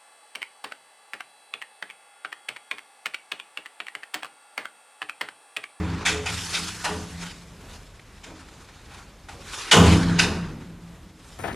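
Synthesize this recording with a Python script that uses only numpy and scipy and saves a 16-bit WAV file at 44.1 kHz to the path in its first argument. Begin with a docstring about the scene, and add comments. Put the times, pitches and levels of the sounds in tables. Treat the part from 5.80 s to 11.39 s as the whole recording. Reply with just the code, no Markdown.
"""A cat bats at a sliding glass window in a quiet room. In the first second the sash scrapes in its track
and knocks on the metal frame: each knock starts bright, then the sill thuds and the panes swell into a hum.
Two short scrapes follow, then faint taps from 2.2 to 3.5 s. At 3.9 s comes the big bang, then a hard scrape
and one more knock. The panes hum on, and a last soft rub ends the scene."""
import sys
import numpy as np
from scipy import signal
from scipy.fft import rfft, irfft, next_fast_len
from scipy.io import wavfile
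from scipy.ndimage import uniform_filter1d, minimum_filter1d, map_coordinates

SR = 44100
rng = np.random.default_rng(int(sys.argv[2]) if len(sys.argv) > 2 else 0)


def dump_mix(stems):
    """Bounce the given channels to the path in sys.argv[1] as a 16-bit WAV at rate SR."""
    frames = np.atleast_2d(stems).T  # one column per channel
    limited = np.clip(frames, -1, 1)  # hard clip at full scale
    pcm = np.round(limited * 32767).astype(np.int16)
    wavfile.write(sys.argv[1], SR, pcm)


N = 246519


def amp(db):
    """Gain of a level in dB."""
    return 10 ** (np.asarray(db) / 20)


def unit(x):
    """x at rms 1."""
    return x / np.sqrt(np.mean(np.abs(x) ** 2) + 1e-20)


def along(points, hz):
    """Read a breakpoint curve on a log frequency axis."""
    f, v = np.transpose(points)
    return np.interp(np.log(hz + 1), np.log(f + 1), v)


def wobble(rate, size):
    """Smooth random modulation, rate knots a second."""
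    return map_coordinates(rng.standard_normal(int(size * rate / SR) + 4), [np.arange(size) * rate / SR])


def swell(t, rise):
    """Soft attack with time constant rise."""
    return (1 - np.exp(-t / max(rise, .001))) ** 2


def filtered(x, response):
    """x through a complex frequency response."""
    m = next_fast_len(len(x) + SR // 4)
    return irfft(rfft(x, m) * response(np.fft.rfftfreq(m, 1 / SR)), m)[:len(x)]


def coloured(x, eq):
    """x through an EQ curve, at rms 1."""
    return unit(filtered(x, lambda f: amp(along(eq, f))))


def grit(size, flutter_db, flutter_rate):
    """Noise of tiny uneven contacts, with a slower flutter in level."""
    grains = unit(rng.standard_normal(size) * amp(.5 * wobble(900, size)))
    return grains * amp(flutter_db * wobble(flutter_rate, size))


# EQ of the room's air: f/Hz, level/dB
AIR_EQ = [(21, -17), (35, 1.5), (72, 4), (343, -11.5), (525, -12), (764, -15.5), (1170, -17.5),
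          (1500, -19.5), (4100, -26.5), (4760, -36), (6770, -29), (12400, -35), (14000, -43)]


def room_tone():
    """The bed: gently wavering air, a faint rustle coloured like the scrape, and a 43 Hz drone."""
    air = coloured(rng.standard_normal(N), AIR_EQ)
    rustle = coloured(rng.standard_normal(N), RUB_EQ) * amp(2.8 * wobble(37, N))
    drone = amp(2.1 * wobble(3.14, N)) * np.sin(2 * np.pi * 43 * np.arange(N) / SR + wobble(1.4, N))
    air *= amp(1.6 * wobble(5.8, N))
    return amp(-48.5) * (air + amp(-12.5) * rustle + amp(-5) * drone)


# Reverb time of the room: f/Hz, t60/s
ROOM_DECAY = [(150, 4.3), (500, 0.99), (2000, 0.54), (8000, 0.57)]


def room_tail(size):
    """The room's impulse response: a noise tail whose lows hang on longest."""
    hz, t, z = signal.stft(rng.standard_normal(size), SR, nperseg=256)
    decay = amp(-60 * t / along(ROOM_DECAY, hz)[:, None])
    tail = signal.istft(z * decay, SR, nperseg=256)[1][:size]
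    return tail / np.linalg.norm(tail)


# Modes of the metal frame: f/Hz, bandwidth/Hz, level/dB
FRAME_MODES = [(785, 135, 3.5), (971, 92, -2.5), (1200, 320, -10), (1487, 120, 4), (1877, 260, -3),
               (2476, 280, 0), (2840, 350, -2), (3065, 360, -4.5), (3650, 246, -3), (4960, 1040, -9),
               (6880, 870, -5), (9200, 920, -16.5)]


def frame(f, scatter_db=0):
    """The frame as a resonator bank of alternating polarity; scatter_db varies the mix per contact."""
    scatter = scatter_db * rng.standard_normal(len(FRAME_MODES))
    return sum((-1) ** k * amp(db + scatter[k]) * 1j * f * width / (hz * hz - f * f + 1j * f * width)
               for k, (hz, width, db) in enumerate(FRAME_MODES))


# Strokes of sash and paws: t/s at full level, hold/s, level/dB, attack/(dB/s), release/(dB/s), tilt/(dB/oct)
RUB_STROKES = [(0, .2, -39.5, 150, 24, -4), (0.512, 0.31, -32.5, 168, 28, 3.5),
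               (1.438, 0.021, -36.5, 159, 132, 2), (1.941, 0.0076, -45.5, 127.5, 128, 1.5),
               (2.486, 0.39, -53.5, 11, 12, 1), (3.173, 0.009, -45.5, 87, 140, 0),
               (3.758, 0.048, -34, 100, 79, 2.5), (4.07, 0.027, -23, 81, 61.5, -0.5),
               (4.363, 0.033, -34, 65, 46.5, -4.5), (5.442, 0.14, -53.5, 147, 40, 3.5)]


def strokes(t):
    """Gain and tilt of the rubbing: each stroke builds, holds and fades; the loudest sets the colour."""
    start, hold, db, attack, release, tilt = np.transpose(RUB_STROKES)[..., None]
    power = amp(db - attack * np.maximum(start - t, 0) - release * np.maximum(t - start - hold, 0)) ** 2
    total = power.sum(axis=0)
    return np.sqrt(total), (power * tilt).sum(axis=0) / total


# EQ of the friction: f/Hz, level/dB
RUB_EQ = [(200, -5), (400, 6), (600, -7), (1000, 4.5), (2500, -0.5), (5000, -3), (7500, -8), (10700, -14),
          (14000, -36)]


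def scrape():
    """Sash and paws rub: grit in shifting patches, partly through the frame, duller or brighter by stroke."""
    rub = grit(N, flutter_db=1.6, flutter_rate=60)
    rub = filtered(rub, lambda f: amp(along(RUB_EQ, f)) * (1 + .5 * np.abs(frame(f))))
    hz, t, z = signal.stft(rub, SR, nperseg=512)
    patches = uniform_filter1d(rng.standard_normal(z.shape), size=5, axis=0)
    patches_db = 2.2 * unit(uniform_filter1d(patches, size=9, axis=1))
    tilt_db = strokes(t)[1] * np.log2((hz[:, None] + 300) / 3000)
    rub = signal.istft(z * amp(tilt_db + patches_db), SR, nperseg=512)[1][:N]
    return strokes(np.arange(N) / SR)[0] * unit(rub)


# Modes of the glass: f/Hz, level/dB, attack/s (two time constants), t60/s, waver depth (0-1)
PANE_MODES = [(41.2, -9, 0.087, 4.6, 0.4), (70.8, -7.5, 0.087, 0.86, 0), (82.36, 2.5, 0.045, 1.05, 0.47),
              (103.8, -7, 0.023, 1.8, 0.8), (171.2, -1.5, 0.037, 2.11, 0.56),
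              (200.4, -3, 0.039, 0.83, 0.53), (262, -8, 0.023, 1.83, 0.59),
              (314.5, -5.5, 0.011, 1.34, 0.63), (425.3, 2.5, 0.015, 0.52, 1), (480.4, -5, 0.0083, 0.63, 1),
              (567, -6.5, 0.04, 0.96, 0.4), (630, -25, .04, 0.26, .5)]


def pane_hum(t, push_hz, focus_db):
    """Pane modes swell, waver and die away; a mode one octave off the push loses focus_db."""
    out = np.zeros(len(t))
    for hz, db, attack, t60, waver in PANE_MODES:
        drift = unit(1 + waver * (wobble(16.68, len(t)) + 1j * wobble(15.66, len(t))))
        tone = (drift * np.exp(2j * np.pi * (hz * t + rng.random()))).imag
        level_db = db - focus_db * np.log2(hz / push_hz) ** 2
        out += amp(level_db - 60 * t / t60) * swell(t, attack / 2) ** 2 * tone
    return out


# EQ of the loose sash: f/Hz, level/dB
SASH_EQ = [(300, -14), (700, 4.5), (1500, 2.5), (4000, 2.5), (7000, -3), (10500, -6.5), (12000, -19),
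           (14000, -30)]
# EQ of the wooden sill: f/Hz, level/dB
SILL_EQ = [(60, -23), (150, -1), (300, -0.5), (600, -4), (1200, -6), (2500, -40)]


def rattle(t, rise, t60, ring_hz, thud_db):
    """One hit with reverb: the frame rings near ring_hz, the loose sash chatters, the sill thuds late."""
    chatter = lambda: grit(len(t), flutter_db=3.2, flutter_rate=80)
    emphasis = lambda f: amp(-4 * np.log2((f + 1) / ring_hz) ** 2)
    ring = unit(filtered(chatter(), lambda f: emphasis(f) * frame(f, scatter_db=3)))
    sash = coloured(chatter(), SASH_EQ)
    sill = coloured(rng.standard_normal(len(t)), SILL_EQ)
    fade = amp(-60 * t / max(t60, .02))
    hit = swell(t, rise) * fade * (ring + amp(-5) * sash)
    hit += amp(thud_db) * sill * swell(t, 7 * rise) ** 2 * fade ** .57  # slower in, slower out
    return hit + amp(-8) * signal.fftconvolve(hit, room_tail(SR))[:len(t)]


# Soft shoves on the glass: t/s, hum level/dB, push f/Hz
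PANE_SHOVES = [(0.302, -29, 416), (0.329, -29, 109), (.47, -29.5, 98), (.87, -42, 168.6),
               (1.04, -33.5, 109), (1.08, -35, 417), (1.199, -42, 65.4), (2.44, -42, 288),
               (3.529, -44, 590), (4.132, -41, 170), (4.26, -31, 233), (4.549, -33, 87),
               (5.0, -40.5, 171.5), (5.2, -44, 255)]
# Hits of sash on frame: t/s, rattle level/dB, rise/s, t60/s, ring f/Hz, thud re rattle/dB, hum level/dB
SASH_KNOCKS = [(-.07, -33, 0.0024, 0.14, 1200, 12, -23), (.249, -15, 0.0062, 0.28, 2800, -10, -30),
               (.454, -19, .007, 0.16, 2560, -23.5, -39), (.727, -16.5, 0.0098, 0.19, 3970, -13, -37),
               (1.038, -18.5, 0.0053, 0.24, 950, -3.5, -29), (2.194, -35.5, 0.0021, 0.028, 1770, -12, -55),
               (2.432, -39, 0.0041, 0.26, 3140, 4, -48.5), (2.589, -42.5, .0044, 0.13, 1500, -14, -60),
               (2.685, -37, 0.0018, 0.029, 1480, -11, -66), (2.885, -44, 0.0047, 0.12, 1596, -3, -68),
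               (3.109, -43.5, 0.0052, 0.38, 1000, -33.5, -57.5), (3.483, -36, 0.0037, 0.22, 850, -1.5, -50),
               (3.911, -2, 0.0029, 0.23, 2370, -0.5, -7.5), (4.384, -10.5, 0.0066, 0.23, 3130, -4, -25)]


def knocks():
    """Every knock rattles the frame and then sets the panes humming; a shove moves the panes alone."""
    hum_lag_s = .035
    t = np.arange(3 * SR // 2) / SR
    voices = [(start, amp(db) * rattle(t, rise, t60, ring_hz, thud_db))
              for start, db, rise, t60, ring_hz, thud_db, _ in SASH_KNOCKS]
    voices += [(start + hum_lag_s, amp(hum_db) * pane_hum(t, push_hz=153, focus_db=4))
               for start, *_, hum_db in SASH_KNOCKS]
    voices += [(start, amp(hum_db) * pane_hum(t, push_hz, focus_db=51))
               for start, hum_db, push_hz in PANE_SHOVES]
    fade_out = np.cos(np.pi * t / 3)  # closes every tail by 1.5 s
    out = np.zeros(N + 3 * SR)
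    for start, voice in voices:
        out[round((start + 1) * SR):][:len(t)] += voice * fade_out  # 1 s of pre-roll
    return out[SR:SR + N]


def scene():
    """All layers sit in the centre; a phase-scrambled copy widens only the treble."""
    wide_above_hz = 4300
    mid = knocks() + scrape() + room_tone()
    z = signal.stft(mid, SR, nperseg=256)[2]
    scrambled = signal.istft(z * np.exp(2j * np.pi * rng.random(z.shape)), SR, nperseg=256)[1][:N]
    side = amp(-6.5) * filtered(scrambled, lambda f: f > wide_above_hz)
    return np.array([mid + side, mid - side])


def record(dry):
    """Master chain: a limiter holds the big bang, then a high cut trims the top."""
    ceiling, high_cut_hz = .88, 14000
    safe_gain = np.minimum(1, ceiling / (np.abs(dry).max(axis=0) + 1e-9))
    gain = uniform_filter1d(minimum_filter1d(safe_gain, size=1201), size=1001)
    return np.array([filtered(x, lambda f: f < high_cut_hz) for x in dry * gain])


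dry = scene()
out = record(dry)
dump_mix(out)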